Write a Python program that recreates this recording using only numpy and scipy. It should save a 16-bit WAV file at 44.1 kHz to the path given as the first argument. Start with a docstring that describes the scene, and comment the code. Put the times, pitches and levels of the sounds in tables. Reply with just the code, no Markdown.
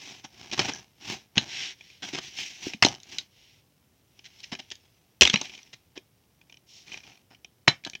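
"""Skin hisses softly over a plastic disc case, held close by and turned in one hand in a small carpeted room.
The skin catches in scuffs and a creak, made of tiny random slips driving the surface and the resonant shell.
The shell clicks and knocks, as noise bursts with ringing edges; the sleeve crinkles in high-passed ticks.
Then the latches snap open, the lid rattles and the disc taps its tray in dying runs of contacts.
A thumb rubs across the disc and presses the hub, which lets go with a snap and a few small ticks."""
import sys
import numpy as np
from scipy import signal
from scipy.fft import rfft, irfft
from scipy.io import wavfile
from scipy.ndimage import uniform_filter1d, minimum_filter1d

SR = 44100
rng = np.random.default_rng(int(sys.argv[2]) if len(sys.argv) > 2 else 0)


def digitize_waveform(pressure):
    """Quantize a signal to 16-bit integers and store it at the path in sys.argv[1].

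    Rows of a 2-D input are taken as channels; values are limited to [-1, 1].
    """
    field = np.atleast_2d(pressure).T
    bounded = np.clip(field, -1, 1)
    quanta = np.round(bounded * 32767).astype(np.int16)
    wavfile.write(sys.argv[1], SR, quanta)


N = 352800
TIME = np.arange(N) / SR


def from_db(db):
    """Amplitude ratio of a level in dB."""
    return 10 ** (np.asarray(db) / 20)


def rms_one(x):
    """Scale a lasting sound to an RMS of one."""
    return x / np.sqrt(np.mean(x ** 2) + 1e-20)


def energy_one(x):
    """Scale a short sound to a total energy of one."""
    return x / np.sqrt(np.sum(x ** 2) + 1e-20)


def convolve(x, response):
    """Pass a sound through an impulse response, keeping its length."""
    return signal.fftconvolve(x, response)[:len(x)]


def high_pass(hz):
    """Second-order filter that thins a sound out below a frequency."""
    return signal.butter(2, hz, "high", fs=SR, output="sos")


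def response(spectrum, resonances=(), size=4096):
    """Causal (minimum-phase) impulse response of a spectrum with resonant peaks on top."""
    hz = np.maximum(np.arange(size // 2 + 1) * SR / size, 1)
    points, levels = np.transpose(spectrum)
    db = np.interp(np.log(hz), np.log(points), levels)
    for centre, width, boost in resonances:
        db = db + boost / (1 + (2 * (hz - centre) / width) ** 2)
    # folding the cepstrum onto positive times makes the phase minimal
    cepstrum = irfft(np.log(from_db(db)))
    cepstrum[1:size // 2] *= 2
    cepstrum[size // 2 + 1:] = 0
    return irfft(np.exp(rfft(cepstrum)))


def add(track, s, sound):
    """Mix a sound in from a given time."""
    start = max(int(s * SR), 0)
    track[start:start + len(sound)] += sound[:max(N - start, 0)]


def grains(count, per_s, spread_db):
    """Tiny slips at random moments, of uneven size and either sign."""
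    sizes = from_db(spread_db * np.minimum(rng.exponential(1, count), 4))
    sizes = sizes * rng.choice([-1, 1], count)
    happens = rng.random(count) < per_s / SR
    return rms_one(sizes * happens)


def waver(per_s):
    """Random unevenness: straight lines between random values that have a spread of one."""
    knots = np.arange(0, N / SR + 1, 1 / per_s)
    return np.interp(TIME, knots, rng.standard_normal(len(knots)))


def fade(t, t60, rise_s=0.0006):
    """A contact builds up in about a millisecond and dies away."""
    return (1 - np.exp(-t / rise_s)) * from_db(-60 * t / t60)


def burst(t, t60, colour):
    """A contact that chatters briefly, heard through the case."""
    return energy_one(convolve(rng.standard_normal(len(t)) * fade(t, t60), colour))


def ring(t, hz, t60):
    """One damped mode of the plastic."""
    return energy_one(np.sin(2 * np.pi * hz * t) * fade(t, t60))


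# how long the plastic rings, longest at the disc's own note: (frequency [Hz], t60 [s])
RING_TIMES = [(3500, 0.03), (4050, 0.074), (4600, 0.013)]


def ping(t, hz):
    """A plastic edge rings in a cluster of close modes that the hand soon damps."""
    total = 0
    for ratio, size in [(1, 1), (0.94, 0.4), (1.07, 0.4)]:  # pitch ratio, amplitude
        t60 = np.interp(hz * ratio, *np.transpose(RING_TIMES))
        total = total + size * rng.choice([-1, 1]) * ring(t, hz * ratio, t60)
    return energy_one(total)


# resonances of the shell and the disc: (centre [Hz], width [Hz], boost [dB])
SHELL_MODES = [(118, 66, 5.5), (820, 200, 2), (1585, 180, 5), (3150, 280, 1), (4110, 98, 3),
               (5563, 330, 6.5), (6120, 640, -5.5)]


def touched_shell(spread_db=6.0, detune=0.058):
    """Each contact point and grip favours other resonances and shifts them a little."""
    chance = np.clip(rng.standard_normal((len(SHELL_MODES), 2)), -1, 1)
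    return [(hz * np.exp(detune * shift), width, boost + spread_db * favour)
            for (hz, width, boost), (shift, favour) in zip(SHELL_MODES, chance)]


def travelling(force, spectrum, size=4096):
    """A moving contact excites the shell at a new spot about every twentieth of a second."""
    out, window = np.zeros(N), signal.windows.hann(size, sym=False)
    force = np.pad(force, (size // 2, size))
    for start in range(0, N, size // 2):
        spot = energy_one(response(spectrum, touched_shell(spread_db=1.5)))
        piece = signal.fftconvolve(force[start:start + size] * window, spot)
        add(out, (start + 0.5) / SR, piece)  # the half sample guards against rounding down
    return np.pad(out[size // 2:], (0, size // 2))


# strokes of the hand over the case: (time at the fastest [s], swell [s], fade [s],
# friction hiss level [dB], shell rumble relative to the hiss [dB])
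HAND_STROKES = [(.07, 0.2, 0.19, -42, -7.5), (.43, 0.13, 0.13, -48.5, -3), (0.666, 0.2, 0.16, -40, 0),
                (1.104, 0.091, 0.1, -34.5, -5.5), (1.41, 0.064, 0.17, -48.5, 3),
                (2.07, 0.046, 0.089, -38.5, -8.5), (2.231, 0.033, 0.13, -39.5, -15),
                (2.399, 0.084, 0.24, -34, -16), (2.659, 0.089, 0.1, -35, -11.5),
                (2.867, 0.041, 0.098, -43.5, 7.5), (3.151, 0.129, 0.094, -43.5, -8),
                (4.4, 0.35, 0.7, -56.5, -11), (5.39, 0.096, 0.32, -44, -9),
                (6.926, 0.087, 0.1, -44.5, -6.5), (7.07, 0.069, 0.13, -54.5, -1.5)]


def rubbing(rest_hiss_db=-79, rest_rumble_db=-79, drop_db=20.5, roundness=1.27):
    """Strength of hiss and rumble: each stroke gathers speed, peaks and slows, over a resting grip."""
    # drop_db is the fall over one swell or fade; a roundness of 1 is a pointed stroke, 2 a round one
    hiss, rumble = from_db(rest_hiss_db) ** 2, from_db(rest_rumble_db) ** 2
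    for s, swell, slowing, level, shell in HAND_STROKES:
        away = np.maximum((s - TIME) / swell, (TIME - s) / slowing)
        power = from_db(level - drop_db * np.minimum(away, 10) ** roundness) ** 2
        hiss = hiss + power
        rumble = rumble + power * from_db(shell) ** 2
    return np.sqrt(hiss), np.sqrt(rumble)


# colour of skin on the glossy surface: (frequency [Hz], level [dB per Hz])
HISS_COLOUR = [(500, -37.5), (1300, -25), (2100, 0), (2800, 2.5), (4500, -5), (6000, -1), (9000, -2.5),
               (16000, -7.5)]
# colour of the shaken shell and tray: (frequency [Hz], level [dB per Hz])
RUMBLE_COLOUR = [(25, -27), (65, -0.5), (200, 2.5), (370, 2.5), (520, -10), (760, -0.5), (1200, -10.5),
                 (2500, -21.5), (6000, -46.5)]


def slide(hiss, rumble, slips_per_s=8000, uneven_db=2.5):
    """Dense tiny slips of skin on the glossy sleeve; a firm grip that shakes the shell also catches and crackles."""
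    catches = grains(N, per_s=140, spread_db=2.0)
    slips = grains(N, slips_per_s, spread_db=0.5)
    friction = rms_one(slips * from_db(uneven_db * waver(per_s=110)))
    surface = travelling(friction * hiss + catches * rumble, HISS_COLOUR)
    shell = travelling(rms_one(friction + catches) * rumble, RUMBLE_COLOUR)
    return surface + shell


# colour of a crack or scrape: (frequency [Hz], level [dB per Hz])
CRACK_COLOUR = [(500, -34.5), (1200, -23.5), (2000, 1.5), (3000, 4), (4500, -4.5), (6500, -2), (9000, -5.5),
                (16000, -19)]
# skin catching on the case in short stick-slip scuffs, and at 7.675 s the brief first crack of the hub # snap:
# (time [s], length [s], level [dB], shell relative to the level, before shell_db is added [dB])
SKIN_SCUFFS = [(0.24, 0.022, -44.5, 4.5), (0.522, 0.025, -32.5, 0), (0.572, 0.054, -33, 5),
               (.59, .013, -22.5, 1.5), (0.645, 0.015, -34.5, 3), (0.68, 0.024, -33.5, 6),
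               (1.355, 0.019, -42.5, 2.5), (2.021, 0.04, -39, 0), (2.127, 0.049, -36.5, 0.5),
               (2.174, 0.022, -35, 1.5), (4.242, 0.034, -49.5, -14.5), (4.43, 0.022, -43, -25),
               (4.516, 0.028, -37.5, 2), (4.588, 0.018, -41, -1.5), (4.711, 0.015, -37.5, -7),
               (5.33, 0.01, -28, -5), (5.729, 0.018, -45.5, -3.5), (5.955, 0.027, -50.5, 3),
               (7.303, 0.04, -61, 7.5), (7.6746, 0.0077, -27.5, 10), (7.861, 0.019, -41, 7)]


def scuffs(shell_db=-5.0, lowest_hz=135):
    """Uneven quick jerks of skin, or of the straining hub, drive the surface and the shell, whose deepest sway
    the grip damps."""
    out, t = np.zeros(N), TIME[:SR // 5]
    gripped = high_pass(lowest_hz)
    for s, length, level, shell in SKIN_SCUFFS:
        scrape = response(CRACK_COLOUR, touched_shell())
        rumble = signal.sosfilt(gripped, response(RUMBLE_COLOUR, touched_shell()))
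        stroke = np.sqrt(np.maximum(np.sin(np.pi * np.minimum(t / length, 1)), 0))
        slips = stroke * grains(len(t), per_s=1200, spread_db=2.5)
        sound = energy_one(convolve(slips, scrape))
        sound += from_db(shell + shell_db) * energy_one(convolve(slips, rumble))
        add(out, s, from_db(level) * np.sqrt(length * SR) * sound)
    return out


# modes of the tapped disc: (frequency [Hz], level before a random change per tap [dB])
DISC_MODES = [(2430, 0.5), (3050, -4.5), (5650, -11.5)]
# the disc shifts on its hub and taps the tray: (time [s], level [dB])
DISC_TAPS = [(.514, -34), (1.809, -45.5), (1.901, -50), (2.387, -33.5), (2.735, -31.5), (4.191, -47.5),
             (4.55, -36), (5.265, -25), (5.673, -56.5), (5.976, -39.5), (6.413, -53.5), (6.497, -51.5),
             (6.524, -50), (6.542, -53.5), (6.57, -54), (6.88, -46.5), (6.918, -40), (6.942, -37),
             (6.974, -40.5), (7.347, -51.5), (7.446, -43), (7.838, -44.5), (7.933, -39), (7.951, -34.5)]


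def taps(crack_t60=0.02, crack_db=-2.5, knock_db=-9.5, spread_db=6.5, contact_s=0.0068):
    """A light tap chatters, knocks and rings the disc's modes in a new mix; gives cracks and rings apart."""
    cracks, rings, t = np.zeros(N), np.zeros(N), TIME[:SR // 25]
    tray = response(RUMBLE_COLOUR)
    for s, level in DISC_TAPS + disc_rocking() + crackle():
        modes = sum(from_db(db + spread_db * rng.standard_normal()) * ping(t, hz) for hz, db in DISC_MODES)
        noise = from_db(crack_db) * burst(t, crack_t60, response(CRACK_COLOUR, touched_shell()))
        noise += from_db(knock_db) * burst(t, crack_t60, tray)
        strength = from_db(level) * np.sqrt(contact_s * SR / 2)
        add(cracks, s, strength * noise)
        add(rings, s, strength * energy_one(modes))
    return cracks, rings


# the plastic crackles in the grip, after the case springs open and under the thumb:
# (time [s], length [s], level the run falls from [dB])
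CRACKLE_RUNS = [(0.597, .13, -35.5), (5.308, .3, -36.5), (6.905, 0.28, -44.5)]


def crackle(count=15, fall_db=11.5):
    """Strained plastic settles in small taps at uneven moments, on the whole weaker, as (time, level)."""
    run = []
    for s, length, level in CRACKLE_RUNS:
        progress = (np.arange(count) + rng.random(count)) / count
        levels = level - fall_db * (progress + rng.random(count) / 2)
        run += zip(s + length * progress, levels)
    return run


# dull bumps of the flexing case: (time [s], level [dB], pitch [Hz])
PANEL_BUMPS = [(.609, -47, 760), (1.373, -28, 216), (2.134, -40, 290), (2.668, -34.5, 304),
               (2.745, -42.5, 213), (2.849, -23, 281), (2.867, -32, 740), (4.524, -38.5, 190),
               (5.221, -29.5, 73), (5.339, -26.5, 197), (5.975, -45.5, 364), (7.678, -23, 1990),
               (7.6791, -24, 970), (7.68, -25, 134)]


def bumps(contact_s=0.038, cycles=5.5):
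    """A whole panel flexes: it swings up within a cycle and the hand damps it after a few more."""
    out, t = np.zeros(N), TIME[:SR // 5]
    for s, level, hz in PANEL_BUMPS:
        swing = energy_one(ring(t, hz, cycles / hz) * (1 - np.exp(-2 * hz * t)))
        add(out, s, from_db(level) * np.sqrt(contact_s * SR) * swing)
    return out


# modes of the creaking spine: (frequency [Hz], level [dB], t60 [s])
SPINE_MODES = [(5800, 2, 0.0028), (1660, -5, 0.077)]
# a finger creaks to a stop on the spine: (time [s], slip rate before jitter [per s],
# level before slip_db is added [dB])
FINGER_CREAK = [(0.736, 71, -33), (0.762, 180, -48), (0.802, 170, -51)]


def creak(jitter=0.4, slip_db=18.5):
    """Slips at jittered intervals ping the modes of the spine."""
    out, t = np.zeros(N), TIME[:SR // 10]
    times, per_s, level = np.transpose(FINGER_CREAK)
    slip = sum(from_db(db) * ring(t, hz, t60) for hz, db, t60 in SPINE_MODES)
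    s = times[0]
    while s < times[-1]:
        add(out, s, from_db(np.interp(s, times, level) + slip_db) * slip)
        s += np.exp(jitter * rng.standard_normal()) / np.interp(s, times, per_s)
    return out


# colour of the knocking panels: (frequency [Hz], level [dB per Hz])
KNOCK_COLOUR = [(35, -19.5), (110, -1), (330, 2.5), (500, -8), (800, -5.5), (1300, -7.5), (4000, -30.5)]
# plastic clicks and snaps: (time [s], level [dB], ring [Hz], brightness [dB], panel knock [dB]);
# the last two are relative to the level, before bright_db and knock_db are added
SHELL_CLICKS = [(1.3713, -29, 3330, -20, 5.5), (1.3789, -13.5, 2870, -42, -9.5),
                (1.38, -19, 4140, -26, -15.5), (2.824, -10.5, 2840, -3.5, -1),
                (2.827, -14.5, 2620, -7.5, -4), (2.8343, -15.5, 2080, -4.5, -4.5),
                (2.848, -12, 4160, -4, -5.5), (3.184, -23, 3810, 1, -33), (5.21, -4.5, 3040, 2, -14),
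                (5.219, -3, 2735, -2, -7), (5.3396, -17, 2510, -23.5, -3.5),
                (5.358, -19.5, 2950, -30.5, -13), (5.4138, -26.5, 6160, 16, -3),
                (7.6795, -10, 4020, -9.5, -5), (7.6857, -20.5, 4020, -8, -21), (7.6963, -33, 2960, -6.5, 1),
                (7.849, -30, 3990, 0, -19)]


def clicks(crack_t60=0.016, knock_t60=0.033, ring_db=-5.0, bright_hz=4700, bright_db=6.0,
           knock_db=-1.5, contact_s=0.0031):
    """Each release cracks, shakes the panels and leaves an edge ringing; gives cracks and rings apart."""
    cracks, rings, t = np.zeros(N), np.zeros(N), TIME[:SR // 10]
    below = signal.butter(2, bright_hz, "low", fs=SR, output="sos")
    above = high_pass(bright_hz)
    for s, level, hz, brightness, panel in SHELL_CLICKS + lid_rattle():
        crack = response(CRACK_COLOUR, touched_shell())
        knock = response(KNOCK_COLOUR, touched_shell())
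        dull = energy_one(signal.sosfilt(below, burst(t, crack_t60, crack)))
        sharp = energy_one(signal.sosfilt(above, burst(t, crack_t60, crack)))
        sound = energy_one(dull + from_db(brightness + bright_db) * sharp)
        sound += from_db(panel + knock_db) * burst(t, knock_t60, knock)
        strength = from_db(level) * np.sqrt(contact_s * SR)
        add(cracks, s, strength * sound)
        add(rings, s, strength * from_db(ring_db) * ping(t, hz))
    return cracks, rings


# smooth sweeps of the palm over the sleeve or the disc: (time [s], length [s], level [dB],
# low cut of the surface scrape [Hz])
PALM_SWEEPS = [(1.459, 0.29, -35.5, 905), (1.729, 0.32, -57, 1820), (3.269, 0.38, -61, 1990),
               (6.661, .2, -51.5, 4500)]


def sweeps(shell_db=-16.5):
    """The palm glides in a fine-grained scrape that ends as it lifts; each low cut sets its own thinness."""
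    out = np.zeros(N)
    for s, length, level, low_hz in PALM_SWEEPS:
        count = int(length * SR)
        slips = grains(count, per_s=5000, spread_db=2.0)
        scrape = convolve(slips, response(CRACK_COLOUR, SHELL_MODES))
        surface = rms_one(signal.sosfilt(high_pass(low_hz), scrape))
        shell = rms_one(convolve(slips, response(RUMBLE_COLOUR, SHELL_MODES)))
        glide = np.sin(np.linspace(0, np.pi, count))
        add(out, s, from_db(level) * glide * (surface + from_db(shell_db) * shell))
    return out


# the clear film of the sleeve crinkles: (time [s], level [dB])
FILM_CRINKLES = [(2.862, -24.5), (2.885, -31.5), (2.923, -51), (2.949, -44), (3.001, -51.5), (3.032, -46),
                 (4.403, -45.5), (4.703, -44.5), (4.754, -48), (5.63, -52.5), (7.898, -40)]


def crinkles(film_hz=5000, t60=0.0096):
    """The thin film buckles with a short, bright tick."""
    out, t = np.zeros(N), TIME[:SR // 15]
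    thin = high_pass(film_hz)
    for s, level in FILM_CRINKLES:
        tick = signal.sosfilt(thin, burst(t, t60, response(CRACK_COLOUR, touched_shell())))
        add(out, s, from_db(level) * np.sqrt(t60 * SR) * energy_one(tick))
    return out


def lid_rattle(count=4, start_s=5.2316, gap_s=0.02, slowing=1.1, first_db=-11.5, loss_db=2,
               middle_hz=3300, pitch_spread=0.15, bright_db=-7.5, knock_db=-11.5):
    """The freed lid chatters on the latches: contacts weaken and land on other spots, and the gaps grow."""
    pitches = middle_hz * np.exp(pitch_spread * rng.standard_normal(count))
    times = start_s + gap_s * np.cumsum([0, *slowing ** np.arange(count - 1)])
    return [(times[k], first_db - loss_db * k, pitches[k], bright_db, knock_db) for k in range(count)]


def disc_rocking(count=6, start_s=5.373, gap_s=0.0408, first_db=-34.5, loss_db=2.5):
    """The jolted disc rocks on its hub and taps its tray evenly, ever weaker, until it settles."""
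    return [(start_s + gap_s * k, first_db - loss_db * k) for k in range(count)]


def room(x, early_db=-14.0, early_t60=0.15, late_db=-33, late_t60=0.25, first_echo_s=0.0041):
    """Dense, quickly dying reflections from nearby surfaces and a faint longer tail."""
    t = TIME[:SR // 2]
    echoes = rng.standard_normal(len(t)) * (t > first_echo_s)
    early = energy_one(echoes * from_db(-60 * t / early_t60))
    late = energy_one(echoes * from_db(-60 * t / late_t60))
    return x + convolve(x, from_db(early_db) * early + from_db(late_db) * late)


def scene():
    """All the handling noises in the room; the thin edges ring too locally to fill it."""
    hiss, rumble = rubbing()
    cracks, rings = np.add(clicks(), taps())
    skin = slide(hiss, rumble) + scuffs() + sweeps() + creak()
    plastic = cracks + bumps() + crinkles()
    return (room(skin + plastic) + rings)[None]


def limiter(x, size=17):
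    """The gain dips for under a millisecond around any peak above full scale."""
    gain = 1 / np.maximum(np.abs(x), 1)
    return x * uniform_filter1d(minimum_filter1d(gain, size), size)


# response of the small microphone: (frequency [Hz], gain [dB])
MICROPHONE_RESPONSE = [(20, -6), (6200, 3), (7000, -8), (8000, -17), (9500, -27), (15000, -22)]
# colour of the steady noise floor: (frequency [Hz], level [dB per Hz])
FLOOR_COLOUR = [(30, -33), (55, -3.5), (115, 2), (200, -4.5), (1400, -21.5), (9000, -26), (15000, -24)]


def record(dry, floor_db=-66, cutoff_hz=16000):
    """A small microphone, dull above 7 kHz, over a steady noise floor; peaks above full scale are limited."""
    heard = convolve(dry[0], response(MICROPHONE_RESPONSE))
    floor = convolve(rng.standard_normal(N), response(FLOOR_COLOUR))
    heard += from_db(floor_db) * rms_one(floor)
    low_pass = signal.ellip(10, 0.1, 80, cutoff_hz, fs=SR, output="sos")
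    return limiter(signal.sosfilt(low_pass, heard))[None]


dry = scene()
out = record(dry)
digitize_waveform(out)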